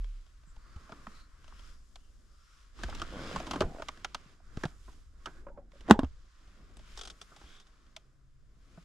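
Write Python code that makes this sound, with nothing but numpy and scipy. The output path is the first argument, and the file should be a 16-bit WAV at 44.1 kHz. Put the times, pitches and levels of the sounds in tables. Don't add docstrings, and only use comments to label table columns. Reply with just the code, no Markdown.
import sys
import numpy as np
from scipy import signal
from scipy.fft import rfft, irfft, next_fast_len
from scipy.io import wavfile
from scipy.ndimage import uniform_filter1d

SR = 44100
rng = np.random.default_rng(int(sys.argv[2]) if len(sys.argv) > 2 else 0)


def to_wav(s):
    ch = np.atleast_2d(s).T
    pcm = np.round(np.clip(ch, -1, 1) * 32767)
    wavfile.write(sys.argv[1], SR, pcm.astype(np.int16))


def volts_from_decibels(level):
    exponent = np.asarray(level, float) / 20
    return 10 ** exponent


N = 389844
T = np.arange(N) / SR

# t/s, push/dB, contact/ms, crack/dB, box pitch/factor
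BLOWS = [
    (5.881, -46, 0.58, -46, 0.78),
    (5.8864, -25.5, 1.1, -44, 1.45),
    (5.8985, -15, 0.92, -27, 1.3),
    (5.9034, -15, 1.1, -28.5, 1.63),
    (5.9097, -1, 0.18, -6, 1),
]
BOUNCES = [
    (5.9918, -18, 0.7, -27.5, 0.95),
    (6.0326, -24, 1, -42, 1.05),
]
# f/Hz, level/dB, t60/s
BOX_MODES = [(64.3, -20, 0.17), (150, -23, 0.048), (215, 2, 0.061), (300, -4, 0.038), (355, -7, 0.022),
             (530, -23.5, 0.05), (700, -14, .03), (880, -7.5, 0.029), (1076, 1, 0.013), (1570, -9, 0.01),
             (2900, -11, .008), (3650, -10.5, 0.0055), (4430, -15, .008)]
# f/Hz, level/dB per Hz
CRACK_COLOUR = [(180, -21.5), (300, -15), (544, -29), (1130, -16), (1880, -19.5), (2190, -33),
                (2460, -26.5), (3480, -25.5), (4310, -34.5), (7830, -39.5), (15700, -66.5)]
# f/Hz, level/dB per Hz
CLATTER_COLOUR = [(250, -10), (450, 0.5), (700, 0), (1150, -3.5), (1600, -12.5), (2400, -24)]

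# t/s, peak level/dB, snap level/dB, note f/Hz
CLICKS = [(1.068, -31.5, -17, 1260), (1.957, -43, 2.5, 1100), (2.898, -37, -1, 704),
          (3.821, -25.5, -11, 630), (3.885, -24, -4, 1180), (4.046, -23, -2, 1410), (4.146, -24.5, 0, 1240),
          (4.571, -35, -7.5, 470), (4.653, -27, -7, 704), (5.258, -28.5, -3.5, 1280),
          (7.964, -38, 5.5, 647)]
KNOCKS = [(.92, -34.5, -11.5, 1300), (2.834, -28.5, -1.5, 1570), (2.949, -41, 5, 657),
          (3.017, -24.5, -7, 1270), (3.36, -21, -11, 1110), (3.4, -33, -6.5, 670), (3.51, -26, 0.5, 1140),
          (3.558, -25.5, -12.5, 1130), (3.606, -17, -8, 593), (3.618, -18.5, -15, 426),
          (3.797, -34, -17, 650), (4.635, -23, -10, 1630), (5.467, -40.5, -30, 1030),
          (7.413, -45.5, -15, 1450), (8.774, -45.5, -34.5, 668)]
SETTLES = [(.76, -51, -6, 1200), (.893, -44.5, -13.5, 620), (2.789, -44, -10, 1270),
           (3.467, -35.5, -5, 980), (3.533, -27.5, -9.5, 980), (3.636, -37, -25, 636),
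           (4.878, -47.5, -36, 970), (5.268, -37, -16, 1510), (5.574, -50.5, -30, 1050),
           (5.485, -52.5, -30, 1390), (7.316, -50, -30, 1220)]
# t/s, peak level/dB, note f/Hz
CRISP = [(.043, -48, 470), (.264, -54, 700), (.563, -53, 865), (5.718, -54.5, 2040), (1.443, -49, 1550),
         (1.479, -47, 640), (3.973, -47, 1610), (4.61, -52, 1580), (5.808, -44, 440), (6.045, -46, 2900),
         (6.769, -46.5, 8050), (6.793, -49.5, 641), (.435, -61, 610), (1.593, -48.5, 3200),
         (2.985, -46, 4500), (2.997, -35.5, 1300), (6.477, -55.5, 1300), (6.875, -54, 1198),
         (7.865, -58.5, 1300), (4.928, -56, 6000)]
DULL = [(1.523, -45, 1210), (2.89, -35, 740), (2.926, -32.5, 1320), (3.431, -37, 467), (3.733, -50, 583),
        (3.759, -37, 640), (3.783, -37, 636), (3.886, -31.5, 2220), (4.047, -31, 2170), (4.147, -32, 2160),
        (1.958, -50.5, 750), (4.4, -55, 700), (4.148, -36, 750), (3.575, -34, 1000), (5.484, -40.5, 517),
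        (7.365, -45, 875), (7.439, -47, 1540)]
# f/Hz, level/dB per Hz
KNOCK_COLOUR = [(210, -34.5), (350, -19), (604, 5), (934, 4.5), (1550, 2.5), (1810, -7.5), (2160, -11),
                (2600, -13), (3380, -41.5), (5720, -120)]
# f/Hz, level/dB per Hz
SNAP_COLOUR = [(1120, -34), (1900, -8), (2750, -4), (3140, -1), (3920, -6.5), (6430, -10.5), (8160, -18.5),
               (9240, -22), (13400, -37.5), (15700, -51)]
# f/Hz, level/dB per Hz
THUD_COLOUR = [(35, -39.5), (60, -7), (182, 1), (280, 6), (400, 1.5), (449, -3), (534, -20), (600, -14.5),
               (780, -13), (1320, -120)]

# peak t/s, rise/s per 10 dB, fall/s per 10 dB, peak level/dB, hiss over cloth/dB
SHIFTS = [(0, .1, 0.6, -74.5, 0.5), (.88, 0.38, 0.35, -63, -7), (1.2, 0.29, 0.03, -63.5, -4),
          (1.48, 0.35, 0.33, -72, -4.5), (1.68, 0.34, 0.08, -64.5, -3.5), (2.04, 1.5, 1.5, -81.5, 0),
          (2.6, 0.27, 0.15, -71, -2.5), (6.5, 0.33, 0.5, -71, -4), (7.0, 0.2, -0.07, -63.5, 0),
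          (7.4, 1.08, 0.5, -68, -7), (7.57, 0.42, -0.08, -69, 0.5), (7.9, 0.4, 0.17, -79, -2.5),
          (8.83, 0.24, -6.8, -71.5, -2)]
HANDLING = [(2.82, 0.055, 0.21, -58, -4), (2.99, 0.16, 0.13, -53.5, -8), (3.33, 0.25, 0.16, -48.5, -8),
            (3.6, 0.77, 0.081, -58, -3.5), (3.79, 0.23, 0.34, -61, -5.5), (4.3, 0.57, 0.08, -67, -4.5),
            (4.5, 0.11, 0.21, -68.5, -7.5), (4.62, 0.079, 0.11, -59.5, -6), (4.89, 0.16, 0.19, -71.5, 0),
            (5.29, 0.13, 0.079, -66.5, -5), (5.37, 0.063, 0.082, -67, -6), (5.76, 0.044, 0.4, -69.5, -1.5),
            (5.91, 0.036, 0.021, -45.5, -14.5), (6.02, 0.07, 0.046, -63, -17)]
# t/s, level/dB
LOAD = [(0, -75), (.35, -80.5), (.95, -65.5), (1.36, -74.5), (1.6, -73), (2.75, -79.5), (2.83, -69.5),
        (3.63, -48), (3.96, -79), (5.09, -79), (5.54, -63.5), (5.75, -69.5), (6.3, -78.5), (6.58, -66),
        (7.0, -65), (7.21, -68.5), (8.28, -77), (8.83, -69.5)]
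# f/Hz, level/dB per Hz
SEAT_COLOUR = [(53, -29.5), (90, -0.5), (167, 2), (294, -0.5), (437, -6.5), (567, -9), (735, -13),
               (900, -21.5), (1170, -53), (1980, -120)]
# f/Hz, level/dB per Hz
CLOTH_COLOUR = [(350, -34), (600, -15), (735, -18), (841, -16), (1090, -2.5), (1300, -3), (1430, -3),
                (2050, -10.5), (2600, -21), (3380, -50.5), (5720, -120)]
# f/Hz, level/dB per Hz
HISS_COLOUR = [(1180, -25.5), (2000, -4), (2460, -2.5), (3330, -1.5), (4500, -5.5), (5030, -2),
               (5630, -6.5), (7220, -6.5), (8290, -12), (12200, -21), (15700, -47.5)]
# start t/s, end t/s, slips/per s, depth/0-1, creak level/dB
DRAG = [
    (2.79, 3.094, 44, 0.2, -46),
    (3.113, 3.265, 88, 0, -36.5),
    (3.252, 3.359, 52, 0.1, -34.5),
    (3.373, 3.6, 82, 0.1, -42),
    (3.669, 3.841, 40, 0, -41.5),
    (5.337, 5.452, 61, 0, -58),
]
# f/Hz, level/dB, t60/s
LEATHER_MODES = [(357, 5.5, 0.0154), (563, 7.5, 0.013), (1140, -5, 0.0052)]
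# start t/s, end t/s, start f/Hz, end f/Hz, level/dB
RIDGES = [(0.56, 1.1, 1330, 1100, -68.5), (1.0, 1.3, 1150, 1350, -67), (1.1, 1.28, 4150, 4250, -68.5),
          (1.503, 1.75, 2800, 3500, -75), (1.5, 1.83, 5200, 5220, -72), (1.5, 1.79, 1300, 1500, -70),
          (2.25, 2.69, 4900, 5900, -77), (3.041, 3.36, 3000, 3700, -62), (3.18, 3.36, 5000, 4900, -59.5),
          (3.047, 3.367, 1350, 1640, -57), (5.293, 5.423, 1500, 1700, -68), (5.33, 5.453, 300, 430, -62.5),
          (7.42, 7.651, 3200, 3600, -66), (7.45, 7.619, 1600, 1503, -69), (7.8, 8.842, 132, 131, -69),
          (.46, 0.53, 7500, 7600, -71.5), (3.631, 3.86, 880, 580, -59.5), (3.12, 3.447, 2100, 2500, -61),
          (7.42, 7.629, 2290, 2360, -71), (0.56, 0.84, 4500, 4600, -77), (2.25, 2.69, 1200, 1480, -73),
          (1.96, 2.12, 3000, 3000, -79), (5.46, 5.64, 1000, 750, -66), (5.935, 5.995, 950, 750, -43),
          (6.0, 6.036, 1100, 900, -48), (4.42, 4.62, 1400, 1700, -71.5)]

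# t/s, peak level/dB
RATCHET = [(6.9744, -35.5), (6.9898, -39), (7.0119, -34), (7.034, -39.5), (7.052, -38), (7.0736, -36.5),
           (7.1, -37), (7.214, -37), (7.3626, -48.5), (7.5999, -50.5), (7.669, -55)]
# t/s, level/dB
RUB = [
    (7.36, -83),
    (7.43, -66.5),
    (7.61, -68.5),
    (7.635, -81),
]
# f/Hz, level/dB per Hz
PART_COLOUR = [(240, -31.5), (400, -1), (552, -10.5), (786, -0.5), (931, -10), (1300, -2.5), (2200, -13.5),
               (2770, -7.5), (3500, 0), (4000, -9), (5360, -6), (8620, -16), (15700, -50)]

# t/s, level/dB, f/Hz, t60/s
BUMPS = [(0.762, -34, 72, 0.099), (0.574, -38, 32.3, 0.13), (1.075, -40, 215, 0.073),
         (2.845, -34, 63.6, 0.19), (3.379, -28, 44.4, 0.059), (3.611, -20, 379, 0.079),
         (3.631, -25, 74.5, 0.061), (3.652, -21.5, 43.6, 0.071), (4.261, -46, 160, 0.036),
         (4.574, -13, 116, 0.0088), (4.639, -32, 497, 0.051), (4.654, -20, 150, 0.037),
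         (5.958, -33, 418, 0.05), (5.9904, -14, 271, 0.045), (6.0322, -18.5, 260, 0.045),
         (0.474, -51.5, 150, .06), (7.44, -45, 60, .15), (6.037, -22.5, 71.4, 0.13),
         (3.536, -35, 205, 0.081), (4.047, -43, 200, 0.027), (7.318, -57, 300, .05),
         (8.777, -43.5, 167, 0.1)]
# t/s, level/dB
HOLLOW = [(5.467, -37.5), (5.502, -44), (5.575, -41.5), (5.587, -40.5), (5.735, -54), (5.755, -52.5)]
# t/s, level/dB
GRIP = [(0, -58), (1.36, -61), (1.54, -56.5), (2.68, -60), (2.87, -45), (3.15, -53.5), (3.68, -53),
        (4.42, -63.5), (4.55, -52), (5.09, -60), (5.54, -54), (5.72, -65.5), (5.93, -47.5), (6.12, -52),
        (6.3, -64), (7.01, -54.5), (7.3, -65.5), (8.83, -61.5)]
# f/Hz, level/dB per Hz
RUMBLE_COLOUR = [(8.8, -28), (15, 9.5), (27, -4), (42, 1.5), (81, -12), (108, -24.5), (130, -17.5),
                 (170, -59), (290, -120)]

# t/s, left minus right/dB
PAN = [(0.0, 2.5), (0.76, -0.5), (1.9, 2.5), (2.7, 0.5), (3.6, 0), (4.0, -1), (5.5, -2.5), (6.3, 0),
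       (7.0, 0.5), (8.84, 1.5)]
# f/Hz, lead/radians, louder/dB
PORTS = [(300, -0.1, -0.35), (700, 0.05, -2), (1300, -0.6, 0), (3000, -0.7, 0.5), (5500, -0.1, -0.5),
         (10000, -0.05, 2.5)]


def lid():
    box, crack, clatter = np.zeros(N), np.zeros((2, N)), np.zeros((2, N))
    t = np.arange(SR // 4) / SR
    crack_shape = decay(t, 0.013) + volts_from_decibels(-20.0) * decay(t, 0.065) + volts_from_decibels(-31.5) * decay(t, 0.12)
    upper = [mode for mode in BOX_MODES if mode[0] > 500]
    hits = [(BOX_MODES, row) for row in BLOWS] + [(upper, row) for row in BOUNCES]
    for modes, (s, push_db, contact_ms, crack_db, pitch) in hits:
        push = np.sin(np.pi * np.clip(t[:400] / (contact_ms / 1000), 0, 1))
        add(box, volts_from_decibels(push_db) * ring(push / push.sum(), modes, pitch), s)
        noise = rng.standard_normal((2, 2, len(t)))
        add(crack, volts_from_decibels(crack_db) * crack_shape * pair(noise[0], 0.35), s)
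        clatter_t60 = 0.12 * volts_from_decibels(0.2 * push_db)
        add(clatter, volts_from_decibels(-26.5 + 0.45 * push_db) * decay(t, clatter_t60) * pair(noise[1], 0.2), s)
    lining = colour(clatter * volts_from_decibels(1.5 * walk(150)), CLATTER_COLOUR)
    return box * sides(0.1) + colour(crack, CRACK_COLOUR) * sides(0.6) + lining


def ticks():
    t = np.arange(SR // 8) / SR
    knock, snap, thud, notes = np.zeros((4, 2, N))
    rise = 1 - np.exp(-t / 0.001)
    tail = volts_from_decibels(-36.0) * decay(t, 0.34)
    faint = [(s, db, -1, hz) for s, db, hz in CRISP] + [(s, db, -33, hz) for s, db, hz in DULL]
    kinds = ((CLICKS, -26, 0.034), (KNOCKS, -5, 0.048), (SETTLES, -5.5, 0.097), (faint, -10, 0.031))
    for rows, thud_db, t60 in kinds:
        for s, peak_db, snap_db, note_hz in rows:
            noise = rng.standard_normal((4, 2, len(t)))

            def shape(slow):
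                return volts_from_decibels(peak_db) * rise * (decay(t, slow * t60) + tail)

            start = s - 0.0005
            add(knock, volts_from_decibels(-7.0) * shape(0.9) * pair(noise[0], 0.15), start)
            add(snap, volts_from_decibels(snap_db - 3.0) * shape(0.7) * pair(noise[1], 0.4), start)
            add(thud, volts_from_decibels(thud_db - 3.0) * shape(1.1) * pair(noise[2], 0.08), start)
            width_hz = 0.24 * note_hz
            b, a = signal.iirpeak(note_hz, note_hz / width_hz, SR)
            note = signal.lfilter(np.convolve(b, b), np.convolve(a, a), shape(0.81) * pair(noise[3], 0.15))
            add(notes, volts_from_decibels(-8.0) * note * np.sqrt(SR / width_hz), start)
    return colour(knock, KNOCK_COLOUR) + colour(snap, SNAP_COLOUR) + colour(thud, THUD_COLOUR) + notes


def rustle():
    hand = strokes(HANDLING, 2.753)
    body = strokes(SHIFTS, -1)
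    cloth_db, hiss_db = 10 * np.log10(body + hand)
    load = np.hypot(envelope(LOAD), np.sqrt(hand[0]) * volts_from_decibels(-1))
    gate, creak = leather_drag()
    noise = rng.standard_normal((4, 2, N))
    seat = colour(pair(noise[0], 0.15) * gate * load * volts_from_decibels(2.7 * walk(25) + 0.5), SEAT_COLOUR)
    cloth_level = volts_from_decibels(cloth_db + 0.43 * walk(34) - 1.45) + volts_from_decibels(-84.5)
    cloth = colour(pair(noise[1], 0.52) * gate * cloth_level, CLOTH_COLOUR)
    hiss_level = volts_from_decibels(hiss_db + 1.5 * walk(900) + 1.0) + volts_from_decibels(-81.5)
    hiss = colour(pair(noise[2], 0.61) * hiss_level, HISS_COLOUR)
    whistle = signal.lfilter(*signal.iirpeak(5100, 4.5, SR), noise[3])
    jacket = whistle * np.sqrt(body[1]) * volts_from_decibels(2.0 + 1.5 * walk(4))
    return seat + cloth + jacket + patchy(hiss, np.maximum(hiss_db, -84)) + creak


def strokes(rows, start):
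    power = np.full((2, N // 64 + 1), 1e-11)
    t = np.linspace(0, T[-1], power.shape[1])
    for s, rise, fall, peak_db, hiss_db in rows:
        away = np.where(t < s, (s - t) / max(rise, 0.01), (t - s) / max(fall, 0.01))
        db = peak_db - 10 * away ** 1.6
        power += volts_from_decibels(db + np.array([[0], [hiss_db]])) ** 2
    power *= 1 / (1 + np.exp(np.clip((start - t) / 0.012, -50, 50)))
    return np.array([np.interp(T, t, p) for p in power])


def patchy(x, effort_db):
    lows = [signal.sosfiltfilt(signal.butter(2, hz, fs=SR, output="sos"), x) for hz in (2900, 4300, 6600)]
    bands = np.diff([0 * x] + lows + [x], axis=0)
    lift_db = 0.5 * (effort_db + 69.5)
    return sum(band * volts_from_decibels(lift_db * (k < 2) + 2.2 * walk(3)) for k, band in enumerate(bands))


def leather_drag():
    gate, creak = np.ones(N), np.zeros(N)
    for t0, t1, rate, depth, creak_db in DRAG:
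        chance = rng.standard_normal((64, 2))
        times = t0 + np.cumsum(np.exp(0.1 * chance[:, 0])) / rate
        jerks = np.zeros(N)
        jerks[(times * SR).astype(int)] = volts_from_decibels(1.5 * chance[:, 1]) * (times < t1)
        creak += volts_from_decibels(creak_db) * jerks
        shaken = signal.lfilter([1], [1, -np.exp(-1 / (0.0025 * SR))], jerks)
        inside = (T > t0) & (T < t1)
        power = shaken[inside] ** 2
        gate[inside] = np.sqrt(1 - depth + depth * power / np.mean(power))
    return gate, ring(creak, LEATHER_MODES, 0.854)[:N]


def ridges():
    out = np.zeros((2, N))
    for t0, t1, from_hz, to_hz, db in RIDGES:
        u = np.linspace(0, 1, int((t1 - t0) * SR))
        k = int(2 * SR / (0.22 * (from_hz + to_hz)))
        noise = rng.standard_normal((2, 2, SR + SR // 4))[..., :len(u)]
        slow = uniform_filter1d(uniform_filter1d(noise, k), k) * np.sqrt(1.5 * k)
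        phase = 2 * np.pi * np.cumsum(from_hz + (to_hz - from_hz) * u) / SR
        band = slow[:, 0] * np.cos(phase) + slow[:, 1] * np.sin(phase)
        add(out, volts_from_decibels(db) * np.sin(np.pi * u) ** 0.74 * pair(band, 0.4), t0)
    return out


def plastic_part():
    t = np.arange(SR // 8) / SR
    force = volts_from_decibels(np.interp(T, *np.transpose(RUB), left=-120, right=-120) + 1.5 * walk(41))
    tooth = (1 - np.exp(-t / 0.00058)) * decay(t, 0.054)
    for s, peak_db in RATCHET:
        add(force, volts_from_decibels(peak_db - 4.5) * tooth, s - 0.0005)
    return colour(force * pair(rng.standard_normal((2, N)), 0.4), PART_COLOUR)


def bumps():
    out, t = np.zeros(N), np.arange(SR // 4) / SR
    rise = 1 - np.exp(-t / 0.0006)
    hollow = [(s, db, 560, 0.066) for s, db in HOLLOW]
    for s, db, hz, t60 in list(BUMPS) + hollow:
        add(out, -volts_from_decibels(db) * np.sin(2 * np.pi * hz * t) * rise * decay(t, t60), s)
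    return out


def grip_rumble():
    noise = colour(pair(rng.standard_normal((2, N)), 0.26), RUMBLE_COLOUR, size=16384)
    return noise * envelope(GRIP) * volts_from_decibels(2.0 * walk(7.9) + 4.5)


def door():
    start_hz, glide, seals_settle_s = 39.6, 1.04, 0.23
    phase = 2 * np.pi * start_hz * (T - glide * T ** 2 / 2)
    fade = 1 / (1 + np.exp(np.minimum((T - seals_settle_s) / 0.0092, 50)))
    return volts_from_decibels(-28.5 - 66 * T) * np.sin(phase - 0.4) * fade


def ring(push, modes, pitch):
    t = np.arange(SR // 2) / SR
    body = np.zeros(len(t))
    for hz, db, t60 in modes:
        onset = np.exp(-t / 0.0022) - 1 if hz < 650 else 1
        body += onset * volts_from_decibels(db) * np.sin(2 * np.pi * hz * pitch * t) * decay(t, t60)
    return signal.fftconvolve(push, body)


def decay(t, t60):
    return 1000.0 ** (-t / t60)


def envelope(points):
    return volts_from_decibels(np.interp(T, *np.transpose(points)))


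def walk(rate):
    k = int(SR / rate)
    held = np.repeat(rng.standard_normal(N // k + 1), k)
    return 1.3 * uniform_filter1d(uniform_filter1d(held, k), k)[:N]


def colour(x, points, size=4096):
    hz, db = np.transpose(points)
    octaves = np.log2(np.maximum(np.fft.rfftfreq(size, 1 / SR), 1))
    outside = np.maximum(np.log2(hz[0]) - octaves, 0) + np.maximum(octaves - np.log2(hz[-1]), 0)
    gain_db = np.maximum(np.interp(octaves, np.log2(hz), db) - 36 * outside, -100)
    cepstrum = irfft(gain_db * np.log(10) / 20)
    cepstrum[1:size // 2] *= 2
    cepstrum[size // 2 + 1:] = 0
    taps = irfft(np.exp(rfft(cepstrum)))
    return signal.fftconvolve(x, taps[None] / np.sqrt(np.sum(taps ** 2)), axes=1)[:, :N]


def pair(noise, spread):
    return (noise[0] + spread * noise[1] * np.array([[1], [-1]])) / np.sqrt(1 + spread ** 2)


def sides(pan_db):
    return volts_from_decibels(np.array([pan_db, -pan_db]).reshape(2, -1) / 2)


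def add(out, sound, s):
    i = int(s * SR)
    n = min(sound.shape[-1], N - i)
    out[..., i:i + n] += sound[..., :n]


def phone_ports(air):
    size = next_fast_len(N)
    octaves = np.log2(np.fft.rfftfreq(size, 1 / SR) + 1)
    hz, lead, louder_db = np.transpose(PORTS)
    phase = np.interp(octaves, np.log2(hz), lead)
    level_db = np.interp(octaves, np.log2(hz), louder_db)
    half = np.exp(0.5j * phase) * volts_from_decibels(level_db / 2)
    return irfft(rfft(air, size) * np.array([half, 1 / half]), size)[:, :N]


def scene():
    turn = sides(np.interp(T, *np.transpose(PAN)))
    air = lid() + (rustle() + ridges() + ticks() + plastic_part()) * turn
    return grip_rumble() + (bumps() + door()) * sides(-0.915) + phone_ports(air)


def low_pass(x):
    return signal.sosfilt(signal.butter(12, 15840, fs=SR, output="sos"), x)


def record(dry):
    top = signal.butter(8, 15600, fs=SR, output="sos")
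    mix = signal.sosfilt(top, np.clip(dry, -1, 1))
    return low_pass(mix)


dry = scene()
out = record(dry)
to_wav(out)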